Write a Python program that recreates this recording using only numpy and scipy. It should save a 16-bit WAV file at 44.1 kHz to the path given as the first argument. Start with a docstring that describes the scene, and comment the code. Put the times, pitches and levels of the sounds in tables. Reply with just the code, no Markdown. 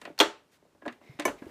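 """Soft ticks and a sharp snap, then a quieter click: a sewing machine is set up by hand, motor off.
The snap is the presser foot, the steel piece that holds the fabric, dropping as its lifter slips
off a catch. The click is a control on the side hitting its stop. Around them the linkage (the rods
and joints inside) ticks and knocks, hands bump the table and a sleeve brushes past.
The room is small and quiet."""
import sys
import numpy as np
from scipy import signal
from scipy.fft import rfft, irfft
from scipy.io import wavfile
from scipy.ndimage import uniform_filter1d

SR = 44100
rng = np.random.default_rng(int(sys.argv[2]) if len(sys.argv) > 2 else 0)


def master(y):
    """Save y as 16-bit WAV."""
    cut = np.clip(np.atleast_2d(y).T, -1, 1)
    pcm = np.round(cut * 32767)  # scale
    wavfile.write(sys.argv[1], SR, pcm.astype(np.int16))


N = 66150
TIME = np.arange(N) / SR
RING_TIME = TIME[:N // 2]
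CUTOFF_HZ = 15250


def from_db(db):
    """Turn decibels (dB) into a number to multiply a sound by."""
    return 10 ** (np.asarray(db) / 20)


def at_hz(points, hz):
    """Read a table at any pitch, blending between rows on a scale of octaves."""
    pitches, values = np.transpose(points)
    return np.interp(np.log(hz), np.log(pitches), values)


def butter(x, hz, kind, order=2):
    """Keep the lows, the highs or one band of a sound."""
    sections = signal.butter(order, np.clip(hz, 10, .45 * SR), kind, fs=SR, output="sos")
    return signal.sosfilt(sections, x + 1e-18)


def dying(t60):
    """A fade that drops 60 dB in t60 seconds, the fade time."""
    return np.exp(-np.log(1000) * RING_TIME / t60)


def unit_attack(x):
    """Scale a blow so that its first 20 ms have an average strength (rms) of 1."""
    return x / np.sqrt(np.mean(x[:SR // 50] ** 2))


def add(out, start_s, x):
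    """Mix a sound in at its start time."""
    i = int(start_s * SR)
    out[i:i + len(x)] += x[:N - i]


def noise(colour):
    """Steady noise of strength 1; its colour says how strong each pitch is."""
    gains = from_db(at_hz(colour, np.arange(N // 2 + 1) * SR / N + 1))
    x = irfft(rfft(rng.standard_normal(N)) * gains, N)
    return x / x.std()


def rattle(colour, room_db, crack_db, sustain):
    """One blow shakes countless tones: a quick crack, the fading machine body and the room's echo."""
    # How the body and the room die away. Each row: pitch in Hz, fade time in seconds.
    body_t60 = [(100, 0.18), (400, 0.03), (1500, 0.14), (4000, .045), (14000, 0.012)]  # sustain scales these times
    room_t60 = [(100, 0.27), (500, 0.3), (3000, 0.31), (7000, 0.25), (14000, 0.13)]
    edges_hz = np.geomspace(40, 18000, 23)
    hiss = rng.choice([-1, 1], (2, len(RING_TIME)))
    crack = from_db(crack_db) * dying(t60=0.029)
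    out = 0
    for k, (low, high) in enumerate(zip(edges_hz, edges_hz[1:])):
        hz = np.sqrt(low * high)
        body = dying(sustain * at_hz(body_t60, hz))
        echo = from_db(room_db) * dying(at_hz(room_t60, hz))
        band = butter(hiss[k % 2] * (crack + body + echo), [low, high], "band")
        out += band / band.std() * np.sqrt(high - low) * from_db(at_hz(colour, hz))
    return unit_attack(out)


def ring(modes, swell_cycles=0.49):
    """A struck part rings with its own tones, called modes; low ones build up more slowly."""
    out = 0
    for k, (hz, db, t60) in enumerate(modes):
        swell = 1 - np.exp(-RING_TIME * hz / swell_cycles)
        out += (-1) ** k * from_db(db) * dying(t60) * swell * np.sin(2 * np.pi * hz * RING_TIME)
    return out


def clack(hits, colour, modes, ring_db, crack_db, sustain, swell_cycles=1.0):
    """A spring-loaded part hits its stop, rings and rattles; any rebound only rattles."""
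    out = np.zeros(N)
    add(out, hits[0][0], from_db(ring_db) * ring(modes, swell_cycles))
    for start_s, db in hits:
        add(out, start_s, from_db(db) * rattle(colour, room_db=-5.5, crack_db=crack_db, sustain=sustain))
    return out


def overtones(hit, colour, offset_db=-1.5, t60=.11, count=24):
    """Struck steel adds many thin, high tones at scattered pitches."""
    out = np.zeros(N)
    start_s, db = hit
    pitches = rng.uniform(4500, CUTOFF_HZ, count)
    add(out, start_s, ring([(hz, db + offset_db + at_hz(colour, hz), t60) for hz in pitches]))
    return out


def room_hush():
    """A faint, low, steady noise fills the room."""
    # The tone of the hush. Each row: pitch in Hz, relative level in dB.
    colour = [(25, -17.5), (81, -3.5), (318, -2.5), (1580, -14), (1960, -18), (7680, -24.5), (15000, -33)]
    return from_db(-69) * noise(colour)


def cloth(grain_db=1.0, brush_s=0.509, length_s=0.073, fade_s=0.014):
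    """Sleeve and fabric rub along the machine, snagging unevenly, with one light brush."""
    # How the rubbing swells and sinks. Each row: time in seconds, level in dB.
    rub_levels = [(0, -64.5), (0.04, -52.5), (0.11, -62), (0.17, -74), (0.8, -76), (0.93, -59.5),
                  (1.0, -72.5), (1.04, -61), (1.12, -61.5), (1.18, -63.5), (1.33, -56.5), (1.39, -60),
                  (1.44, -55.5), (1.5, -52.5)]
    # The tone of the rub and of the brush. Each row: pitch in Hz, relative level in dB.
    rub_colour = [(60, -15.5), (300, 5), (750, -2.5), (1300, -9.5), (2300, -10.5), (3500, -18),
                  (6000, -22.5), (15000, -28.5)]
    brush_colour = [(200, -24), (1600, 7), (7500, -1), (15000, -8)]
    snags = uniform_filter1d(rng.standard_normal(N), size=180)
    rub = from_db(np.interp(TIME, *np.transpose(rub_levels))) * noise(rub_colour)
    stroke = np.clip(np.minimum(TIME - brush_s, brush_s + length_s - TIME) / fade_s, 0, 1)
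    brush = from_db(-67) * stroke * noise(brush_colour)
    return (rub + brush) * from_db(grain_db * snags / snags.std())


def linkage(ring_db=0.5, spread_db=1.0):
    """Small contacts each ring the casing a little differently: light ones thin, soft ones dull. Two faint, low
    rustles are made the same way."""
    # The contacts, plus two faint, low rustles at 0.623 and 0.650 s. Each row: start in seconds, level in dB,
    # low cut in Hz, high cut in Hz.
    ticks = [(0.0149, -48, 660, 6600), (0.0523, -41.5, 597, 3400), (0.073, -44, 407, 935),
             (0.099, -46.5, 198, 600), (0.1786, -51, 1950, 4760), (0.623, -62.5, 150, 570),
             (0.650, -63.5, 149, 600), (0.748, -64, 400, 694), (0.8203, -52.5, 697, 1100),
             (0.853, -45, 600, 1306), (0.860, -35.5, 377, 810), (0.86, -60, 2470, 7500),
             (0.8785, -38.5, 580, 2950), (0.9243, -59, 1210, 6000), (1.012, -58, 199.5, 1320),
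             (1.189, -43.5, 253, 2300), (1.1964, -34, 298, 7900), (1.2209, -44.5, 596, 4440),
             (1.2777, -32, 300, 1650), (1.286, -39.5, 197, 2390), (1.421, -48.5, 300, 1400),
             (1.463, -53.5, 200, 716)]
    # The casing's rattle. Each row: pitch in Hz, relative level in dB.
    colour = [(60, -17), (170, -3.5), (290, 1.5), (600, -3.5), (1300, -6), (2000, -5), (3000, -10),
              (4300, -11), (5400, -20), (7500, -11), (15000, -20)]
    # Its ringing tones. Each row: pitch in Hz, relative level in dB, fade time in seconds.
    modes = [(315, -4.5, 0.14), (420, -7.5, .13), (580, -1.5, .11), (700, -6, 0.1), (802, -7.5, 0.053),
             (1020, -6.5, .09), (1745, -7, 0.091), (1934, -4, 0.053), (2760, -9, .09), (3750, -9, 0.049)]
    out = np.zeros(N)
    for start_s, db, low_hz, high_hz in ticks:
        varied = [(hz, level + ring_db + spread_db * rng.standard_normal(), t60)
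                  for hz, level, t60 in modes]
        blow = rattle(colour, room_db=-14, crack_db=2, sustain=1.0) + ring(varied)
        thinned = butter(blow, low_hz, "high", order=1)
        dulled = butter(thinned, high_hz, "low")
        add(out, start_s, from_db(db) * unit_attack(dulled))
    return out


def lifter_catch():
    """The lifter slips off its catch with a thin click, just before the foot lands."""
    # The slip. Each row: start in seconds, level in dB.
    hits = [(0.1892, -33)]
    # The catch's rattle. Each row: pitch in Hz, relative level in dB.
    colour = [(200, -14), (800, 8), (2000, -10), (4500, 1.5), (8000, -11), (12000, -19.5), (14700, -11.5)]
    # Its ringing tones. Each row: pitch in Hz, relative level in dB, fade time in seconds.
    modes = [(4330, 4, 0.035), (5730, -5, 0.04), (6700, -3, 0.02)]
    return clack(hits, colour, modes, ring_db=-30.0, crack_db=7, sustain=0.66)


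def presser_foot():
    """The foot snaps down on the fabric; foot, bar and needle plate ring together."""
    # The landing and its rebound. Each row: start in seconds, level in dB.
    hits = [(0.2018, -18.5), (0.2094, -23)]
    # The foot's rattle. Each row: pitch in Hz, relative level in dB.
    colour = [(50, -35.5), (170, -25), (290, -4), (600, -4.5), (1200, -4), (2400, -10), (3300, -8),
              (4600, -17.5), (7500, -19), (12000, -36.5), (14700, -28)]
    # The ringing tones. Each row: pitch in Hz, relative level in dB, fade time in seconds.
    modes = [(284, -4, 0.12), (310.8, -2.5, .13), (331.7, -7, 0.21), (408.4, -8, 0.26), (517, -9, 0.17),
             (570, -7.5, 0.14), (688.3, -5, 0.14), (883, -7, .25), (967, -8, 0.12), (1146, -7, 0.15),
             (1228, -12, .2), (1324, -11, .24), (1389, -13, .2), (1784, -10, .14), (2768, -11, .13),
             (3256, -4, .1), (3353, -8, .18), (3479, -12, .18), (3619, -10, .12), (3860, -10, .1),
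             (4143, -10, .11), (4282, -14, .16), (850, 10, .014), (3280, 14.5, 0.014)]
    snap = clack(hits, colour, modes, ring_db=-17.0, crack_db=3.5, sustain=0.93)
    return snap + overtones(hits[0], colour)


def spring(hz=1655, t60=0.2):
    """A small spring sings on one note when the linkage brushes it."""
    # The touches. Each row: start in seconds, level in dB.
    touches = [(0.819, -53.5), (0.856, -43.5), (1.422, -54)]
    out = np.zeros(N)
    for start_s, db in touches:
        add(out, start_s, ring([(hz, db, t60)]))
    return out


def hand_bumps():
    """Hands bump the table and casing softly, each time making a short, low ring."""
    # The bumps. Each row: start in seconds, pitch in Hz, level in dB, fade time in seconds.
    bumps = [(0.834, 323, -47, 0.19), (0.872, 278, -33, 0.051), (0.875, 242, -36.5, 0.16),
             (1.095, 135, -37.5, 0.085), (1.15, 135, -44.5, 0.053), (1.1926, 300, -30, 0.18),
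             (1.272, 61, -45.5, 0.08), (1.421, 273, -29, 0.039), (1.444, 266.5, -37.5, 0.049),
             (1.46, 79, -43.5, 0.079), (1.466, 345, -33.5, 0.048)]
    out = np.zeros(N)
    for start_s, hz, db, t60 in bumps:
        add(out, start_s, ring([(hz, db, t60)], swell_cycles=0.28))
    return out


def control_slide():
    """The moving control scrapes faintly, hissing in three narrow bands."""
    # How the scrape swells and sinks. Each row: time in seconds, level in dB.
    levels = [(1.02, -68.5), (1.10, -62), (1.18, -67), (1.25, -81), (1.36, -92), (1.39, -56), (1.42, -78)]
    # The bands it stirs up. Each row: pitch in Hz, width in Hz, relative level in dB.
    bands = [(2116, 170, -0.5), (3800, 220, -11), (5300, 240, -15)]
    scrape = 0
    for hz, width, db in bands:
        band = butter(rng.standard_normal(N), [hz - width / 2, hz + width / 2], "band", order=1)
        scrape += from_db(db) * band / band.std()
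    return scrape * from_db(np.interp(TIME, *np.transpose(levels), left=-np.inf, right=-np.inf))


def control_click():
    """The control clicks over against its stop, and its lever and spring ring."""
    # The click and its rebound. Each row: start in seconds, level in dB.
    hits = [(1.2528, -29.5), (1.2575, -36.5)]
    # The lever's rattle. Each row: pitch in Hz, relative level in dB.
    colour = [(50, -7.5), (160, -18), (300, 5.5), (700, -2.5), (1400, -9.5), (2200, -23.5), (3300, -16),
              (4900, -24), (6100, -13.5), (8000, -20), (15000, -24)]
    # The ringing tones. Each row: pitch in Hz, relative level in dB, fade time in seconds.
    modes = [(280, -10.5, 0.21), (359.3, -1, 0.088), (468.3, -9, 0.17), (591, -0.5, 0.029),
             (670, -7.5, 0.1), (1032, 2, 0.056), (1750, -6, 0.094), (2050, -13, 0.079), (2252, -2.5, 0.075),
             (2972, -16, 0.13), (6060, -9.5, 0.062), (6140, -21.5, 0.16)]
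    click = clack(hits, colour, modes, ring_db=-20, crack_db=-2, sustain=0.78, swell_cycles=1.17)
    return click + overtones(hits[0], colour)


def scene():
    """Machine, hands and room in one channel, heard from just behind the needle."""
    mix = room_hush() + cloth() + linkage() + lifter_catch() + presser_foot()
    mix += spring() + hand_bumps() + control_slide() + control_click()
    return mix[None]


def record(dry):
    """The microphone drops the deep bass, gently rounds the peaks and cuts the highest treble."""
    thinned = butter(dry, hz=35, kind="high")
    rounded = 2 * np.tanh(thinned / 2)
    treble_cut = signal.ellip(10, .2, 70, CUTOFF_HZ, fs=SR, output="sos")
    return signal.sosfilt(treble_cut, rounded)


dry = scene()
out = record(dry)
master(out)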